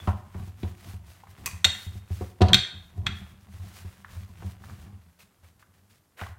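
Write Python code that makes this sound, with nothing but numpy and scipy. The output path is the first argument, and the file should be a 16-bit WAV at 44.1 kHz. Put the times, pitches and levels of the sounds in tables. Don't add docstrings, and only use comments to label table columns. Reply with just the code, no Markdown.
import sys
import numpy as np
from scipy import signal
from scipy.fft import rfft, irfft
from scipy.io import wavfile
from scipy.ndimage import uniform_filter1d, map_coordinates

SR = 44100
rng = np.random.default_rng(int(sys.argv[2]) if len(sys.argv) > 2 else 0)


def generate_wav(signal):
    frames = np.transpose(np.atleast_2d(signal))
    scaled = np.clip(frames, -1, 1) * 32767
    pcm = np.round(scaled).astype(np.int16)
    wavfile.write(sys.argv[1], SR, pcm)


N = 281358

# pitch_hz, level_db, t60_s
BOARD_AND_AIR_MODES = [(80, 0, .23), (97, 0, .23)]
# pitch_hz, level_db, t60_s
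WOOD_MODES = [(54.5, -19, 0.33), (121, -17, 0.29), (190.6, -8.5, .13), (372, -13.5, 0.054),
              (433.2, -24.5, 0.028), (600, -31.5, .05), (744.3, -16.5, 0.12), (856, -26.5, 0.021),
              (974, -21, 0.18), (1146, -21.5, 0.07)]


def undb(db):
    return 10 ** (np.asarray(db) / 20)


def level(x, db):
    return x * undb(db) / np.sqrt(np.mean(x ** 2))


def colour(x, points):
    hz, db = np.transpose(points)
    f = np.maximum(np.arange(len(x) // 2 + 1) * SR / len(x), 1)
    gain_db = np.interp(np.log(f), np.log(hz), db)
    return irfft(rfft(x) * undb(gain_db), len(x))


def walk(rate):
    hold = int(SR / rate)
    steps = np.repeat(rng.standard_normal(N // hold + 1), hold)
    return uniform_filter1d(steps, hold)[:N]


def ring(modes, extra_db, seconds):
    hz, db, t60 = np.transpose(modes)[:, :, None]
    t = np.arange(int(seconds * SR)) / SR
    sign = (-1.) ** np.arange(len(hz))[:, None]
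    decay = undb(db + extra_db - 60 * t / t60)
    y = np.sum(sign * decay * np.sin(2 * np.pi * hz * t), axis=0)
    return y / np.abs(y).max()


def add(out, s, x):
    i = int(s * SR)
    out[i:i + len(x)] += x[:len(out) - i]


def burst(hz, octaves, seconds, rise, grain_db):
    t = np.arange(int(8 * seconds * SR) + 64) / SR
    edges_hz = [hz / 2 ** octaves, min(hz * 2 ** octaves, .45 * SR)]
    band = signal.butter(2, edges_hz, "band", fs=SR, output="sos")
    grain_levels = np.repeat(rng.standard_normal(len(t) // 32 + 2), 64)[:2 * len(t)]
    grains = undb(grain_db * grain_levels) * rng.standard_normal(2 * len(t))
    noise = signal.sosfilt(band, grains)[len(t):]
    return level(noise, -5.0) * np.exp(-t / seconds) * (1 - np.exp(-t / rise))


def swells(starts, lengths, db, peak, arc):
    part = (np.arange(N) / SR - starts[:, None]) / lengths[:, None]
    speed = np.clip(np.minimum(part / peak, (1 - part) / (1 - peak)), 0, 1)
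    return undb(db) ** 2 @ np.sin(np.pi / 2 * speed) ** (2 * arc)


def motion():
    # start_s, length_s, flour_hiss_db, board_rumble_db
    strokes = [(-.08, 0.31, -59, -38.5), (0.303, 0.25, -63.5, -44), (0.561, 0.22, -63, -43.5),
               (0.755, 0.26, -58.5, -48.5), (1.043, 0.21, -64.5, -48.5), (1.24, 0.52, -63, -46),
               (1.668, 0.24, -53, -74), (1.878, 0.18, -62, -55), (2.064, 0.29, -57.5, -55),
               (2.392, 0.27, -69, -26.5), (2.703, 0.35, -68, -51), (2.937, 0.26, -86, -39.5),
               (3.105, 0.28, -63.5, -50), (3.457, 0.32, -62.5, -52), (3.603, 0.43, -58, -52),
               (4.033, 0.29, -61, -47.5), (4.32, 0.28, -63, -41), (4.568, 0.31, -61, -43.5),
               (4.748, 0.2, -67, -43.5), (4.848, 0.19, -85, -47.5)]
    # start_s, length_s, hiss_db, rub_db
    brushes = [(5.182, 0.099, -57.5, -59.5), (5.241, 0.08, -71, -68), (5.416, 0.16, -66, -61.5),
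               (5.588, 0.074, -64, -63.5), (5.721, 0.15, -70, -70), (5.885, 0.15, -64.5, -69),
               (6.156, 0.25, -54.5, -47)]
    s, length, hiss_db, rumble_db = np.transpose(strokes)
    brush_s, brush_length, brush_hiss_db, brush_rub_db = np.transpose(brushes)
    hiss_share, rub_offset_db = .7, -2
    rub_db = rub_offset_db + hiss_share * hiss_db + (1 - hiss_share) * rumble_db

    def pin(db):
        return swells(s, length, db, peak=0.38, arc=0.93)

    def fingers(db):
        return swells(brush_s, brush_length, db, peak=0.15, arc=2.9)

    fade_start_s, rumble_fades_db_per_s, hiss_fades_db_per_s = 4.43, 8.5, 6.5
    lean_rumble_db, lean_hiss_db, lean_rub_db = -54, -71.5, -67.5
    fading_s = np.maximum(np.arange(N) / SR - fade_start_s, 0)
    rumble = pin(rumble_db) + undb(lean_rumble_db - rumble_fades_db_per_s * fading_s) ** 2
    hiss = pin(hiss_db) + fingers(brush_hiss_db)
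    hiss = hiss + undb(lean_hiss_db - hiss_fades_db_per_s * fading_s) ** 2
    rub = pin(rub_db) + fingers(brush_rub_db)
    rub = rub + undb(lean_rub_db - hiss_fades_db_per_s * fading_s) ** 2
    return [10 * np.log10(power) for power in (rumble, hiss, rub)]


def rolling(rumble_db, flour_db, rub_db):
    # frequency_hz, gain_db
    flour_colour = [(500, -7.5), (1500, 2.5), (4000, 1.5), (9000, -2), (16000, -5)]
    # frequency_hz, gain_db
    rub_colour = [(250, -13.5), (500, -2.5), (1000, -2), (2000, -4), (3500, -10.5), (6000, -29.5)]

    lumps = rng.standard_normal(N) * undb(5.6 * walk(26))
    modes = BOARD_AND_AIR_MODES + WOOD_MODES
    pressed_t60_s = 0.027
    pressed = [(hz, db, t60 if hz < 250 else pressed_t60_s) for hz, db, t60 in modes]
    pressed_db = np.array([-6.] * len(BOARD_AND_AIR_MODES) + [0.] * len(WOOD_MODES))[:, None]
    rumble = signal.fftconvolve(lumps, ring(pressed, pressed_db, .4))[:N]
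    drift = .06 * walk(9)
    read_at = np.arange(N) + np.cumsum(drift - drift.mean())
    rumble = map_coordinates(rumble, [read_at], order=1, mode="mirror")

    grains = rng.standard_normal(N) * undb(2.2 * walk(24))
    pops = (rng.random(N) < 70 / SR) * undb(2.2 * rng.standard_normal(N))
    popping = signal.lfilter([1], [1, -np.exp(-1 / (0.0013 * SR))], pops)
    grains = grains * (1 + .8 * popping)

    rub = rng.standard_normal(N) * (undb(2.4 * walk(56)) + 1.6 * popping)
    rub = rub + (rng.random(N) < 90 / SR) * 20 * rng.standard_normal(N)

    rumble = undb(rumble_db) * level(rumble, 0.71)
    hiss = undb(flour_db) * level(colour(grains, flour_colour), 2.5)
    rub = undb(rub_db) * level(colour(rub, rub_colour), -0.84)
    return rumble + hiss + rub


def thuds():
    # start_s, level_db, hardness_db, slap_db
    landings = [(0.073, -14.5, -11.5, -6), (0.347, -29, -10.5, -11), (0.473, -32.5, -16, -24),
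                (0.631, -19.5, -8, -19.5), (0.883, -35.5, -13.5, -13), (0.934, -30.5, -21.5, -19),
                (1.41, -34, -50, -38), (1.527, -33, -26, -14.5), (1.648, -26, -11.5, -3.5),
                (1.862, -29, -23, -30), (1.952, -31, -17.5, -34), (2.103, -22.5, -21, -35.5),
                (2.209, -21.5, -4, -15), (2.406, -9, -6.5, -15), (2.415, -3, -6, -16.5),
                (2.486, -30.5, 11.5, 7), (2.977, -24.5, -21, -36), (3.062, -28, -16, -23),
                (3.534, -37.5, -30, -25), (3.595, -34.5, -39, -16.5), (3.845, -32, -18, -28),
                (4.163, -32, -29, -18), (4.422, -34.5, -6, -17), (4.443, -28.5, -15, -23),
                (4.926, -37, -27, -27), (5.428, -48.5, -28.5, -20.5), (6.212, -31, -14.5, -5),
                (6.289, -36.5, -23, -29)]
    out, rest = np.zeros(N), np.array(BOARD_AND_AIR_MODES + WOOD_MODES)
    upper = np.clip(np.log2(rest[:, 0] / 130.0), 0, 1)
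    push = np.hanning(int(0.0015 * SR) + 3)
    draws = rng.standard_normal((len(landings), 2, len(rest)))
    for (s, db, hard_db, slap_db), (scatter, detune) in zip(landings, draws):
        modes = rest.copy()
        modes[:, 0] *= 1 + (.018 + .006 * upper) * detune
        scatter_db = 2.5 * scatter
        y = ring(modes, (upper * (hard_db + 17.0 + scatter_db))[:, None], .4)
        add(out, s, undb(db) * np.convolve(y, push / push.sum()))
        add(out, s, undb(db + hard_db - 4.5) * burst(333, 0.82, 0.018, 0.0019, 1.6))
        add(out, s, undb(db + slap_db) * burst(787, 0.58, 0.02, 0.0043, 3.5))
    return out


def clacks():
    # start_s, level_db, strongest_ring_hz, tilt_db_per_octave, crack_db, width_octaves
    blows = [(1.644, -0.5, 3686, -2, -5, .05), (1.648, -4.5, 3743, 4, -11, .06),
             (2.532, 2, 3400, -2.5, -10.5, .15), (2.543, 0.5, 3960, -0.5, -5, .25),
             (3.066, -11.5, 3374, -3, -2.5, .08)]
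    # pitch_hz, level_db, t60_s
    clack_modes = np.array([(1594, -13.5, 0.016), (1834, -9.5, 0.015), (1986, -7.5, 0.01),
                            (2360, -12, 0.035), (2537, -18.5, 0.029), (2680, -14, 0.012), (3177, -8, 0.015),
                            (3320, -6, 0.034), (3660, -8.5, 0.05), (3728, -7, .035), (3717, -10.5, 0.028),
                            (3884, -10.5, 0.025), (4298, -10.5, 0.032), (4550, -17.5, 0.015),
                            (5722, -13, .012), (6220, -14, 0.026), (7370, -11, 0.016), (8340, -17.5, .012),
                            (9600, -23, 0.0027), (12000, -23, .008)])
    out, hz = np.zeros(N), clack_modes[:, :1]
    for s, db, spot_hz, tilt_db, crack_db, octaves in blows:
        spot_db = 8.6 * np.exp(-(np.log2(hz / spot_hz) / octaves) ** 2)
        lift_db = spot_db + tilt_db * np.log2(hz / 3500)
        detuned = clack_modes * (1 + [[.005, 0, 0]] * rng.standard_normal(hz.shape))
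        y = ring(detuned, lift_db, 0.26)
        build = 1 - np.exp(-np.arange(len(y)) / (0.00019 * SR))
        add(out, s, undb(db) * y * build)
        crack_hz = 2900 * 2 ** (tilt_db / 5)
        add(out, s, undb(db + crack_db) * burst(crack_hz, 0.68, 0.0062, 0.0022, 0.64))
        edge_db = db + crack_db + 2 * tilt_db - 25.5
        add(out, s, undb(edge_db) * burst(11000, .55, .008, .0005, 2.5))
    return out


def rattle():
    # start_s, level_db
    bounces = [(1.46, -22.5), (1.4649, -21.5), (1.470, -21), (1.476, -25), (1.488, -31.5), (1.513, -36)]
    # pitch_hz, level_db, t60_s
    rattle_modes = np.array([(1110, -8.5, 0.027), (1940, -4.5, .012), (2550, -1.5, 0.02), (4300, -11, .008),
                             (6090, -4.5, 0.018), (7750, -4.5, .008)])
    out = np.zeros(N)
    draws = rng.standard_normal((len(bounces), 2, len(rattle_modes), 1))
    for (s, db), (mix, detune) in zip(bounces, draws):
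        modes = rattle_modes * (1 + [[.025, 0, 0]] * detune)
        add(out, s, undb(db) * ring(modes, 3 * mix, .1))
        add(out, s, undb(db - 7.5) * burst(5000, 3.5, .005, .0004, 3.0))
    return out


def ticks():
    # start_s, level_db, centre_hz, spread_octaves
    puffs = [(0.073, -35, 2170, 0.56), (.344, -40.5, 1140, 0.62), (.631, -36, 2530, 0.58),
             (1.235, -40, 850, 0.29), (1.27, -41.5, 1000, 0.65), (1.459, -20, 7000, 1.14),
             (2.409, -30, 2860, 0.65), (2.4163, -15, 2700, 0.69), (2.484, -24, 3600, 0.42),
             (3.063, -30.5, 1775, 1.15), (4.046, -34.5, 1375, 0.38), (4.422, -38.5, 890, 0.76),
             (4.638, -39, 1100, 0.44), (4.696, -37.5, 1100, 0.48), (5.203, -47, 2515, 0.1),
             (5.626, -44.5, 1300, 0.43), (6.172, -50, 1798, 0.87), (6.193, -32, 1606, 0.37),
             (6.202, -34.5, 2570, 0.23), (6.213, -23.5, 1210, 0.55), (6.234, -31.5, 1680, .5),
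             (6.264, -35, 1120, 0.11), (6.222, -33, 690, 0.11)]
    # start_s, level_db, pitch_hz, decay_s
    thin_rings = [(0, -46, 3420, 0.028)]
    out = np.zeros(N)
    for s, db, hz, octaves in puffs:
        add(out, s, undb(db) * burst(hz, max(octaves, .03), .006, .0004, 1.4))
    for s, db, hz, seconds in thin_rings:
        add(out, s, undb(db) * burst(hz, 0.024, seconds, .002, 1.5))
    return out


def kitchen(x):
    # frequency_hz, t60_s
    reverberation = [(100, 0.39), (400, 0.46), (1000, 0.63), (2500, 0.45), (3700, 0.47), (5500, 0.38),
                     (9000, 0.44), (14000, 0.25)]
    f, frames, z = signal.stft(rng.standard_normal(int(.8 * SR)), SR, nperseg=256)
    hz, t60 = np.transpose(reverberation)
    fade = undb(-60 * frames / np.interp(f, hz, t60)[:, None])
    tail = signal.istft(z * fade, SR, nperseg=256)[1]
    tail = tail * (1 - np.exp(-np.arange(len(tail)) / (0.0022 * SR)))
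    tail = tail / np.sqrt(np.sum(tail ** 2))
    room_db = -9.5
    return signal.fftconvolve(x, undb(room_db) * tail)[:N]


def quiet_air():
    # frequency_hz, gain_db
    air_colour = [(15, -34), (25, -13), (102, 0), (463, -10), (714, -14), (1400, -14.5), (1740, -19),
                  (2350, -24.5), (13200, -21.5), (16000, -30)]
    return level(colour(rng.standard_normal(N), air_colour), -68.5)


def scene():
    hits = clacks() + rattle() + ticks() + thuds()
    roll = rolling(*motion())
    return (hits + kitchen(hits) + roll + quiet_air())[None]


def record(dry):
    low_hz, top_hz, ceiling = 34.2, 15800, .92
    thin = signal.sosfilt(signal.butter(2, low_hz, "high", fs=SR, output="sos"), dry)
    rounded = thin / (1 + (thin / ceiling) ** 6) ** (1 / 6)
    return signal.sosfilt(signal.ellip(8, .2, 70, top_hz, fs=SR, output="sos"), rounded)


dry = scene()
out = record(dry)
generate_wav(out)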